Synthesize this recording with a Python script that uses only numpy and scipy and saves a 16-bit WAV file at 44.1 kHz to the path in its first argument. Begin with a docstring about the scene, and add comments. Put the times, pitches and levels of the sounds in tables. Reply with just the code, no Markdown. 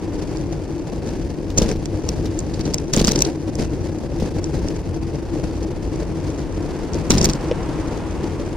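"""A bicycle rolls on worn asphalt, heard at two microphone ports on its handlebar: stones drum on the tyres
and keep the frame droning. Rough patches raise the vibration, the buzz of fittings and the wind.
Edges ring the frame and set off clatter; fittings clack on the plastic mount and a loose part knocks.
Behind lie lumpy low wind noise and the roar of two oncoming cars, one fading, one swelling late.
Noise and random contacts drive spectra and ringing modes."""
import sys
import numpy as np
from scipy import signal
from scipy.fft import rfft, irfft, next_fast_len
from scipy.io import wavfile

SR = 44100
rng = np.random.default_rng(int(sys.argv[2]) if len(sys.argv) > 2 else 0)


def digitize_waveform(pressure):
    """Quantize a signal to 16-bit integers and store it at the path in sys.argv[1].

    Rows of a 2-D input are taken as channels; values are limited to [-1, 1].
    """
    field = np.atleast_2d(pressure).T
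    bounded = np.clip(field, -1, 1)
    quanta = np.round(bounded * 32767).astype(np.int16)
    wavfile.write(sys.argv[1], SR, quanta)


N = 377496

# All dB values are relative to later layer gains.
# Tyre drumming spectrum: frequency_hz, density_db_per_hz
ROAD_SPECTRUM = [(70, -30), (120, -6), (150, -2.5), (200, -9), (270, -8.5), (330, -3.5), (400, 0),
                 (480, -3.5), (680, -15.5), (900, -18.5), (1200, -30), (2500, -36.5), (5000, -58)]
# Rough asphalt: start_s, length_s, extra_vibration_db
ROUGH_PATCHES = [(0.12, 0.3, 1.5), (1.05, 0.02, 3.5), (1.563, 0.13, 4.5), (2.036, 0.26, 1.5),
                 (2.587, 0.096, 3.5), (2.916, 0.36, 5), (3.574, 0.069, 4.5), (4.192, 0.059, 4.5),
                 (4.52, 0.16, 2.5), (5.427, 0.034, 2), (6.917, 0.075, 3.5), (7.092, 0.18, 6.5)]
# Fittings buzz spectrum: frequency_hz, density_db_per_hz
BUZZ_SPECTRUM = [(400, 6), (900, -7.5), (1600, 7.5), (2500, 3), (4100, 2.5), (4700, 7), (5500, 3.5),
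                 (6400, 1), (8000, -4.5), (9700, -4), (12500, -15.5), (16000, -85)]
# Fittings striking the mount: start_s, level_db, chatter_s, pitch_hz
CLACKS = [(0.371, -30.5, 0.00077, 5100), (1.5755, -15, 0.002, 6500), (1.581, -8.5, 0.0026, 5500),
          (1.5995, -28, 0.00039, 5200), (1.6187, -24, 0.001, 6950), (1.620, -21, 0.0021, 3300),
          (1.689, -22, 0.0018, 5300), (1.7135, -21.5, 0.00075, 1980), (1.7136, -24, 0.002, 5570),
          (1.857, -24.5, 0.0007, 5830), (2.089, -13.5, 0.00088, 5550), (2.39, -19.5, 0.0013, 6600),
          (2.403, -33, 0.00099, 6900), (2.538, -23.5, 0.004, 4600), (2.608, -22, 0.0032, 4580),
          (2.652, -23, 0.0044, 4400), (2.7372, -24, 0.00027, 4840), (2.7422, -10.5, 0.001, 5670),
          (2.783, -20.5, 0.00031, 5660), (2.934, -7, 0.0025, 5800), (2.9627, -16, 0.0018, 7500),
          (2.974, -26, 0.0012, 2000), (2.994, -13, 0.0035, 4800), (3.0133, -23, 0.0014, 7600),
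          (3.046, -13, 0.00073, 5600), (3.071, -10, 0.0019, 6150), (3.0788, -11, 0.0029, 5100),
          (3.09, -14, 0.0011, 5000), (3.113, -19.5, 0.00087, 4500), (3.118, -9.5, 0.00088, 6200),
          (3.1572, -12, 0.0018, 4930), (3.1893, -15.5, 0.0012, 6300), (3.206, -16, 0.00084, 5800),
          (3.2195, -6, 0.0018, 5900), (3.248, -17, 0.0026, 4370), (3.5534, -26.5, 0.0011, 6130),
          (4.442, -26, 0.00049, 5500), (4.685, -28, 0.00054, 4940), (6.934, -25, 0.001, 5440),
          (6.944, -25, 0.00058, 5430), (7.1029, -8.5, 0.002, 7240), (7.118, -16, 0.001, 5000),
          (7.18, -10.5, 0.0034, 5040), (7.2128, -17, 0.0014, 5500), (7.225, -16, 0.004, 6000),
          (7.2437, -7.5, 0.0018, 6000), (7.2495, -8, 0.0023, 4840), (7.256, -10.5, 0.00067, 5000),
          (7.297, -19, 0.00095, 5740), (7.301, -22, 0.002, 4600), (7.3345, -18.5, 0.00028, 5000)]
# Plastic mount and housing: frequency_hz, level_db, t60_s, left_lead_rad
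MOUNT_MODES = [(4180, 5.5, 0.0042, 0.91), (4880, 13, 0.0011, 1.7), (5900, 13, 0.0046, 3),
               (7200, 11.5, 0.0032, 3.2), (8900, 0, 0.002, 1.23), (11300, -25, 0.0069, 1.6)]
# Bracket, the body of each clack: frequency_hz, level_db, t60_s
BRACKET_MODES = [(960, -7, 0.0039), (1770, -15, 0.0015), (2640, -11.5, 0.0076)]
# Edges and broken spots under the front wheel: start_s, thump_db, crunch_db
EDGES = [(1.499, -17, -37), (1.575, -5.5, -26.5), (1.586, -4.5, -30), (1.617, -3.5, -29.5),
         (1.653, -11.5, -48), (2.088, -14.5, -36), (2.254, -14, -33.5), (2.588, -13.5, -32.5),
         (2.936, -22, -21.5), (2.969, -3.5, -19.5), (2.992, -11, -21.5), (3.012, -3.5, -29),
         (3.042, -11, -24), (3.078, -4, -21), (3.59, -10.5, -34.5), (4.198, -27, -34), (4.222, -8.5, -51),
         (7.103, -1.5, -17), (7.127, -7, -23), (7.149, -7, -31), (7.17, -8.5, -27), (7.211, -6, -27.5),
         (7.287, -11, -26.5)]
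# Frame and handlebar: frequency_hz, level_db, t60_s
FRAME_MODES = [(43.7, -6.5, 0.13), (163, -0.5, 0.029), (227.4, -1, 0.055), (293, -10.5, 0.09),
               (448, 2, 0.012), (770, -12, 0.0039)]
# Gritty clatter spectrum: frequency_hz, density_db_per_hz
CRUNCH_SPECTRUM = [(200, 17.5), (550, 2.5), (1100, 5.5), (1900, 1.5), (3300, 4.5), (5500, 6.5),
                   (9000, -6.5), (16000, -15)]
# Loose part knocking: start_s, level_db
KNOCKS = [(7.513, -7.5), (7.515, -7), (7.5212, -11)]
# Ring of the knock: frequency_hz, level_db, t60_s
KNOCK_MODES = [(500, -0.5, 0.018), (2860, -5, 0.0017), (5300, -12, 0.0034)]
# Wind spectrum: frequency_hz, density_db_per_hz
WIND_SPECTRUM = [(15, -38), (25, -3), (40, 1.5), (60, 4), (78, -2), (95, 5), (120, -13), (200, -10.5),
                 (1200, -77)]
# Wind strength curve: time_s, level_db
BREEZE = [(0, -27.5), (1.0, -28.5), (1.62, -25), (2.4, -24), (3.4, -32), (3.7, -25.5), (4.2, -25.5),
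          (5.0, -26), (7.3, -27), (8.56, -27.5)]
# Car tyre spectrum: frequency_hz, density_db_per_hz
CAR_SPECTRUM = [(100, -1.5), (400, 1), (700, -4), (920, -1.5), (1250, -8.5), (3000, -19), (5000, -28),
                (9000, -28.5), (15000, -60)]
# Oncoming cars: nearest_s, level_at_nearest_db
CARS = [(-0.5, -39.5), (7.68, -32.5)]
# Likeness of the two ports: frequency_hz, correlation (no unit)
PORT_LIKENESS = [(40, 0.88), (150, 0.91), (220, 0.42), (330, 0.98), (1000, 0.79), (2100, 0.74), (3100, 0.4),
                 (4200, 0.55), (5400, 0.78), (6500, 0.77), (8500, 0.00074), (14000, 0.082)]

# Smooth asphalt: levels at the start and their steady rise
FRAME_DB, BUZZ_DB, RISE_DB_PER_S = -28, -51.5, 0.16
BAR_HZ, BAR_T60_S, BAR_DB = 330.6, 0.052, -5
SHAKE_ATTACK_S, SHAKE_RELEASE_S = 0.013, 0.036
BUZZ_DB_PER_SHAKE_DB, WIND_DB_PER_SHAKE_DB = 1.9, 1
ONSET_LEAD_S, ONSET_LOSS_DB = 0.0045, 19  # a faint soft onset leads each clack
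PART_DB, PART_Q = 14.5, 6
HOUSING_T60_S = 0.04
WHEELBASE_M, SPEED_M_PER_S = 1.05, 7.6
REAR_LOSS_DB, REAR_CRUNCH_LOSS_DB = 8.5, 12.5
CRUNCH_S, REBOUND_S = 0.012, 0.0045  # clatter decay; mean time between rebounds
LANE_DISTANCE_M, CLOSING_M_PER_S, CAR_FALL_DB_PER_DECADE = 9.1, 12.4, 24
CUTOFF_HZ = 16700
DRIFT_STEP = 40  # samples between points of a slow drift


def tyres(frame_db, texture):
    """Stones drum on the tyres and keep the handlebar's main mode sounding."""
    stones = rms_one(at_ports(grains(per_s=2500, spread_db=2.5), ROAD_SPECTRUM))
    bar = rms_one(ring(stones, BAR_HZ, BAR_T60_S))
    shudder = rms_one(ring(stones, 289.0, 0.011))
    usual_db = np.median(frame_db)
    extra_db = frame_db - usual_db
    stones_db = -1.0 + 1.03 * extra_db + 1.2 * texture
    bar_db = BAR_DB + 0.1 * extra_db + 1.0 * texture  # the hands damp its larger swings
    shudder_db = -11.0 + 1.8 * extra_db  # the mount gives way mostly under hard shaking
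    frame = stones * from_db(stones_db) + bar * from_db(bar_db) + shudder * from_db(shudder_db)
    return frame * from_db(usual_db) * pan(3.27)


def shaking():
    """Extra vibration in dB: builds quickly on each rough patch, holds, settles after it."""
    t, extra_db = np.arange(N) / SR, np.zeros(N)
    for start_s, length_s, patch_db in ROUGH_PATCHES:
        attack = np.clip((t - start_s) / SHAKE_ATTACK_S, 0, 1)
        release = np.exp(-np.maximum(t - start_s - length_s, 0) / SHAKE_RELEASE_S)
        extra_db = np.maximum(extra_db, patch_db * attack * release)
    return extra_db


def jolts():
    """The tyre softens each edge into a short push that rings the frame."""
    hits = blows([(s, thump_db) for s, thump_db, _ in wheel_hits()])
    push = lowpass(hits, 1500, order=1)
    return from_db(-2.5) * modes(push, FRAME_MODES, alternate=True) * pan(0.48)


def wheel_hits():
    """Front then rear hits, one wheelbase of travel apart, the rear weaker: (s, thump dB, crunch dB)."""
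    lag_s = WHEELBASE_M / SPEED_M_PER_S
    rear = [(s + lag_s, thump_db - REAR_LOSS_DB, crunch_db - REAR_CRUNCH_LOSS_DB)
            for s, thump_db, crunch_db in EDGES]
    return list(EDGES) + rear


def crunches():
    """Broken asphalt sets off a broad clatter, a quick run of rebounds."""
    bursts = [(s, crunch_db, flurry(CRUNCH_S, contact_share=0.2, rise=0.15))
              for s, _, crunch_db in wheel_hits()]
    force = placed(bursts) * rebounds()
    return from_db(27.5) * at_ports(force, CRUNCH_SPECTRUM) * pan(1.0)


def rebounds():
    """Contact of a rattling part: brief uneven touches with gaps between; rms 1."""
    chance = rng.random((N // 40, 2))
    times_s = np.cumsum(REBOUND_S * (.5 + chance[:, 0]))
    levels_db = 6 * chance[:, 1]
    touches = blows([(s, db) for s, db in zip(times_s, levels_db) if s * SR < N - 1])
    touch_shape = signal.windows.gaussian(SR // 150, SR / 1100)
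    return rms_one(np.convolve(touches, touch_shape, "same"))


def clacks():
    """Parts chatter on the mount at their own pitch; hard blows add a bright crack."""
    onsets = [(s - ONSET_LEAD_S, db - ONSET_LOSS_DB, chatter_s, hz) for s, db, chatter_s, hz in CLACKS]
    runs = [(s, db, flurry(chatter_s, contact_share=0.46, rise=1.0), hz)
            for s, db, chatter_s, hz in onsets + list(CLACKS)]
    force = placed([(s, db, run) for s, db, run, _ in runs])
    parts = at_ports(placed([(s, db, part_ring(run, hz)) for s, db, run, hz in runs]))
    soft = placed([(s, db, softened(run, hz)) for s, db, run, hz in runs])[0]

    hard = force * np.minimum(3.5 * force ** 2, .2)  # favours strong contacts
    crack_band = signal.butter(2, [7500, 12500], "band", fs=SR, output="sos")
    mid, side = signal.sosfilt(crack_band, hard)
    crack = mid + 0.74 * side * [[1], [-1]]

    body = modes(soft, BRACKET_MODES, alternate=True)
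    plastic = from_db(-5.0) * mount(soft) + body
    plastic = plastic + from_db(PART_DB) * parts + from_db(39) * crack
    return (plastic + from_db(-20) * housing(plastic)) * pan(-2.5)


def part_ring(run, hz):
    """The touching cable or lever resonates a few cycles at its own pitch; unit energy."""
    rung = signal.lfilter(*signal.iirpeak(hz, max(PART_Q, 1), fs=SR), softened(run, hz))
    return rung / np.linalg.norm(rung[0])


def softened(run, hz):
    """Lower-pitched parts are softer and give a duller blow."""
    return lowpass(run, min(1.4 * hz, SR / 4), order=2)


def mount(force):
    """Housing modes ring briefly; phase leads set the ports moving against each other."""
    out = np.zeros((2, N))
    for k, (hz, level_db, t60_s, lead_rad) in enumerate(MOUNT_MODES):
        wander_db = 2.9 * drift(67)  # the point of contact wanders
        push = force * from_db(level_db + wander_db) * (-1) ** k
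        out += [ring(push, hz, t60_s, lead_rad / 2), ring(push, hz, t60_s, -lead_rad / 2)]
    return out


def housing(x):
    """Reflections inside the housing smear each contact with a 40 ms decaying noise tail."""
    t = np.arange(SR // 25) / SR
    tail = rng.standard_normal((2, len(t))) * from_db(-60 * t / HOUSING_T60_S)
    return signal.fftconvolve(x, tail / np.linalg.norm(tail[0]), axes=1)[:, :N]


def knock():
    """A loose part knocks and rebounds with soft contact, ringing hollow."""
    push = lowpass(blows(KNOCKS), 4000, order=2)
    return modes(push, KNOCK_MODES) * pan(1.0)


def fittings(buzz_db, texture):
    """Cables and levers buzz in little flurries: fine contacts plus ticks on the mount."""
    fine = rms_one(at_ports(grains(per_s=2800, spread_db=2.5), BUZZ_SPECTRUM))
    ticks = mount(grains(per_s=600, spread_db=3.8)[0])
    ticks = rms_one(ticks + 0.1 * housing(ticks))
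    buzz = from_db(2.5) * fine + from_db(-2.0) * ticks
    return buzz * from_db(buzz_db + 2.0 * texture) * pan(-0.1)


def grit(buzz_db):
    """Loose grit flicks the bike; separate grains ring each bracket mode."""
    rings = sum(ring(grains(per_s=130, spread_db=3.0), hz, t60_s) * from_db(level_db)
                for hz, level_db, t60_s in BRACKET_MODES)
    return rms_one(at_ports(rings)) * from_db(buzz_db - 5.5)


def wind(shake_db):
    """Lumpy low turbulence on the ports, stronger under shaking."""
    breeze_db, = in_time(BREEZE)
    lumps_db = 1.0 * drift(6)
    level_db = breeze_db + WIND_DB_PER_SHAKE_DB * shake_db + lumps_db - 2.1
    return at_ports(rng.standard_normal((2, N)), WIND_SPECTRUM) * from_db(level_db) * pan(1.3)


def traffic():
    """Smooth roar of car tyres, slightly to the right, swelling and fading with distance."""
    t, power = np.arange(N) / SR, 0
    for nearest_s, nearest_db in CARS:
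        distance_m = np.hypot(LANE_DISTANCE_M, CLOSING_M_PER_S * (t - nearest_s))
        fall_db = CAR_FALL_DB_PER_DECADE * np.log10(distance_m / LANE_DISTANCE_M)
        power = power + from_db(nearest_db - fall_db) ** 2
    return at_ports(rng.standard_normal((2, N)), CAR_SPECTRUM) * np.sqrt(power) * pan(-0.23)


def from_db(db):
    """Decibels to amplitude gain."""
    return 10 ** (np.asarray(db) / 20)


def rms_one(x):
    """Scale to unit rms."""
    return x / np.sqrt(np.mean(x ** 2) + 1e-20)


def lowpass(x, hz, order):
    """Butterworth softening of a contact."""
    return signal.sosfilt(signal.butter(order, hz, fs=SR, output="sos"), x)


def in_time(rows):
    """Each column of a time curve at every sample."""
    times_s, *columns = np.transpose(rows)
    return [np.interp(np.arange(N) / SR, times_s, column) for column in columns]


def at_hz(points, hz):
    """Read a spectrum on a log-frequency axis."""
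    known_hz, values = np.transpose(points)
    return np.interp(np.log(hz + 1), np.log(known_hz), values)


def drift(rate_hz):
    """Slow random wander of about unit rms: noise through two equal poles at rate_hz."""
    pole = np.exp(-2 * np.pi * rate_hz * DRIFT_STEP / SR)
    noise = rng.standard_normal(N // DRIFT_STEP + 2002)
    slow = signal.lfilter([1], [1, -2 * pole, pole * pole], noise)[2000:]  # drop the settling
    return np.interp(np.arange(N) / DRIFT_STEP, np.arange(len(slow)), rms_one(slow))


def pan(left_db):
    """Gains of the two channels, left_db apart."""
    return from_db(np.array([[.5], [-.5]]) * left_db)


def ring(force, hz, t60_s, phase_rad=0):
    """Damped resonator: a unit click starts a sine of height 1."""
    decay, w = from_db(-60 / (t60_s * SR)), 2 * np.pi * hz / SR
    start = [np.sin(phase_rad), decay * np.sin(w - phase_rad)]
    return signal.lfilter(start, [1, -2 * decay * np.cos(w), decay * decay], force + 1e-18)


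def modes(push, table, alternate=False):
    """Sum of modes rung by one push, optionally of alternating sign."""
    sign = -1 if alternate else 1
    return sum(ring(push, hz, t60_s) * from_db(level_db) * sign ** k
               for k, (hz, level_db, t60_s) in enumerate(table))


def at_ports(pair, spectrum=None):
    """Mix two unrelated signals into partly alike channels, coloured if asked, at the same power."""
    size = next_fast_len(N)
    hz = np.arange(size // 2 + 1) * SR / size
    alike = np.clip(at_hz(PORT_LIKENESS, hz), -1, 1)
    colour = 1 if spectrum is None else from_db(at_hz(spectrum, hz))
    mid, side = rfft(pair, size) * colour * np.sqrt([1 + alike, 1 - alike])
    channels = irfft([mid + side, mid - side], size)[:, :N]
    return rms_one(channels) * np.std(pair)


def blows(rows):
    """One click for each (s, dB) row."""
    force = np.zeros(N)
    for s, level_db in rows:
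        force[round(s * SR)] += from_db(level_db)
    return force


def grains(per_s, spread_db):
    """Two random trains of tiny contacts of uneven size and either sign."""
    sizes = from_db(spread_db * np.minimum(rng.exponential(1, (2, N)), 4))
    present = rng.random((2, N)) < per_s / SR
    return present * sizes * rng.choice([-1, 1], (2, N))


def flurry(length_s, contact_share, rise):
    """Uneven contacts that swell and die away; unit energy; rise is relative to the decay time."""
    age = np.arange(SR // 8) / SR / max(length_s, 3e-4)
    swell = np.exp(-age) * (1 - np.exp(-age / rise))
    touching = rng.random((2, len(age))) < contact_share
    run = swell * rng.standard_normal((2, len(age))) * touching
    return run / (np.linalg.norm(run, axis=1, keepdims=True) + 1e-12)


def placed(bursts):
    """Lay (s, dB, signal pair) bursts on the time line."""
    out = np.zeros((2, N + SR))
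    for s, level_db, burst in bursts:
        at = round(s * SR)
        out[:, at:at + burst.shape[1]] += from_db(level_db) * burst
    return out[:, :N]


def scene():
    """The same rough patches drive the frame, its fittings and the wind."""
    shake_db, rise_db = shaking(), RISE_DB_PER_S * np.arange(N) / SR
    texture = 1.42 * drift(38.0) + .5 * drift(28)
    frame = tyres(FRAME_DB + rise_db + shake_db, texture)
    buzz_db = BUZZ_DB + rise_db + BUZZ_DB_PER_SHAKE_DB * shake_db
    buzz = fittings(buzz_db, texture) + grit(buzz_db)
    bike = frame + jolts() + crunches() + clacks() + knock() + buzz
    return bike + wind(shake_db) + traffic()


def record(dry):
    """Clip at full scale, then cut the top: 55 dB down from CUTOFF_HZ up."""
    top_cut = signal.cheby2(14, 55, CUTOFF_HZ, fs=SR, output="sos")
    return signal.sosfilt(top_cut, np.clip(dry, -1, 1))


dry = scene()
out = record(dry)
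digitize_waveform(out)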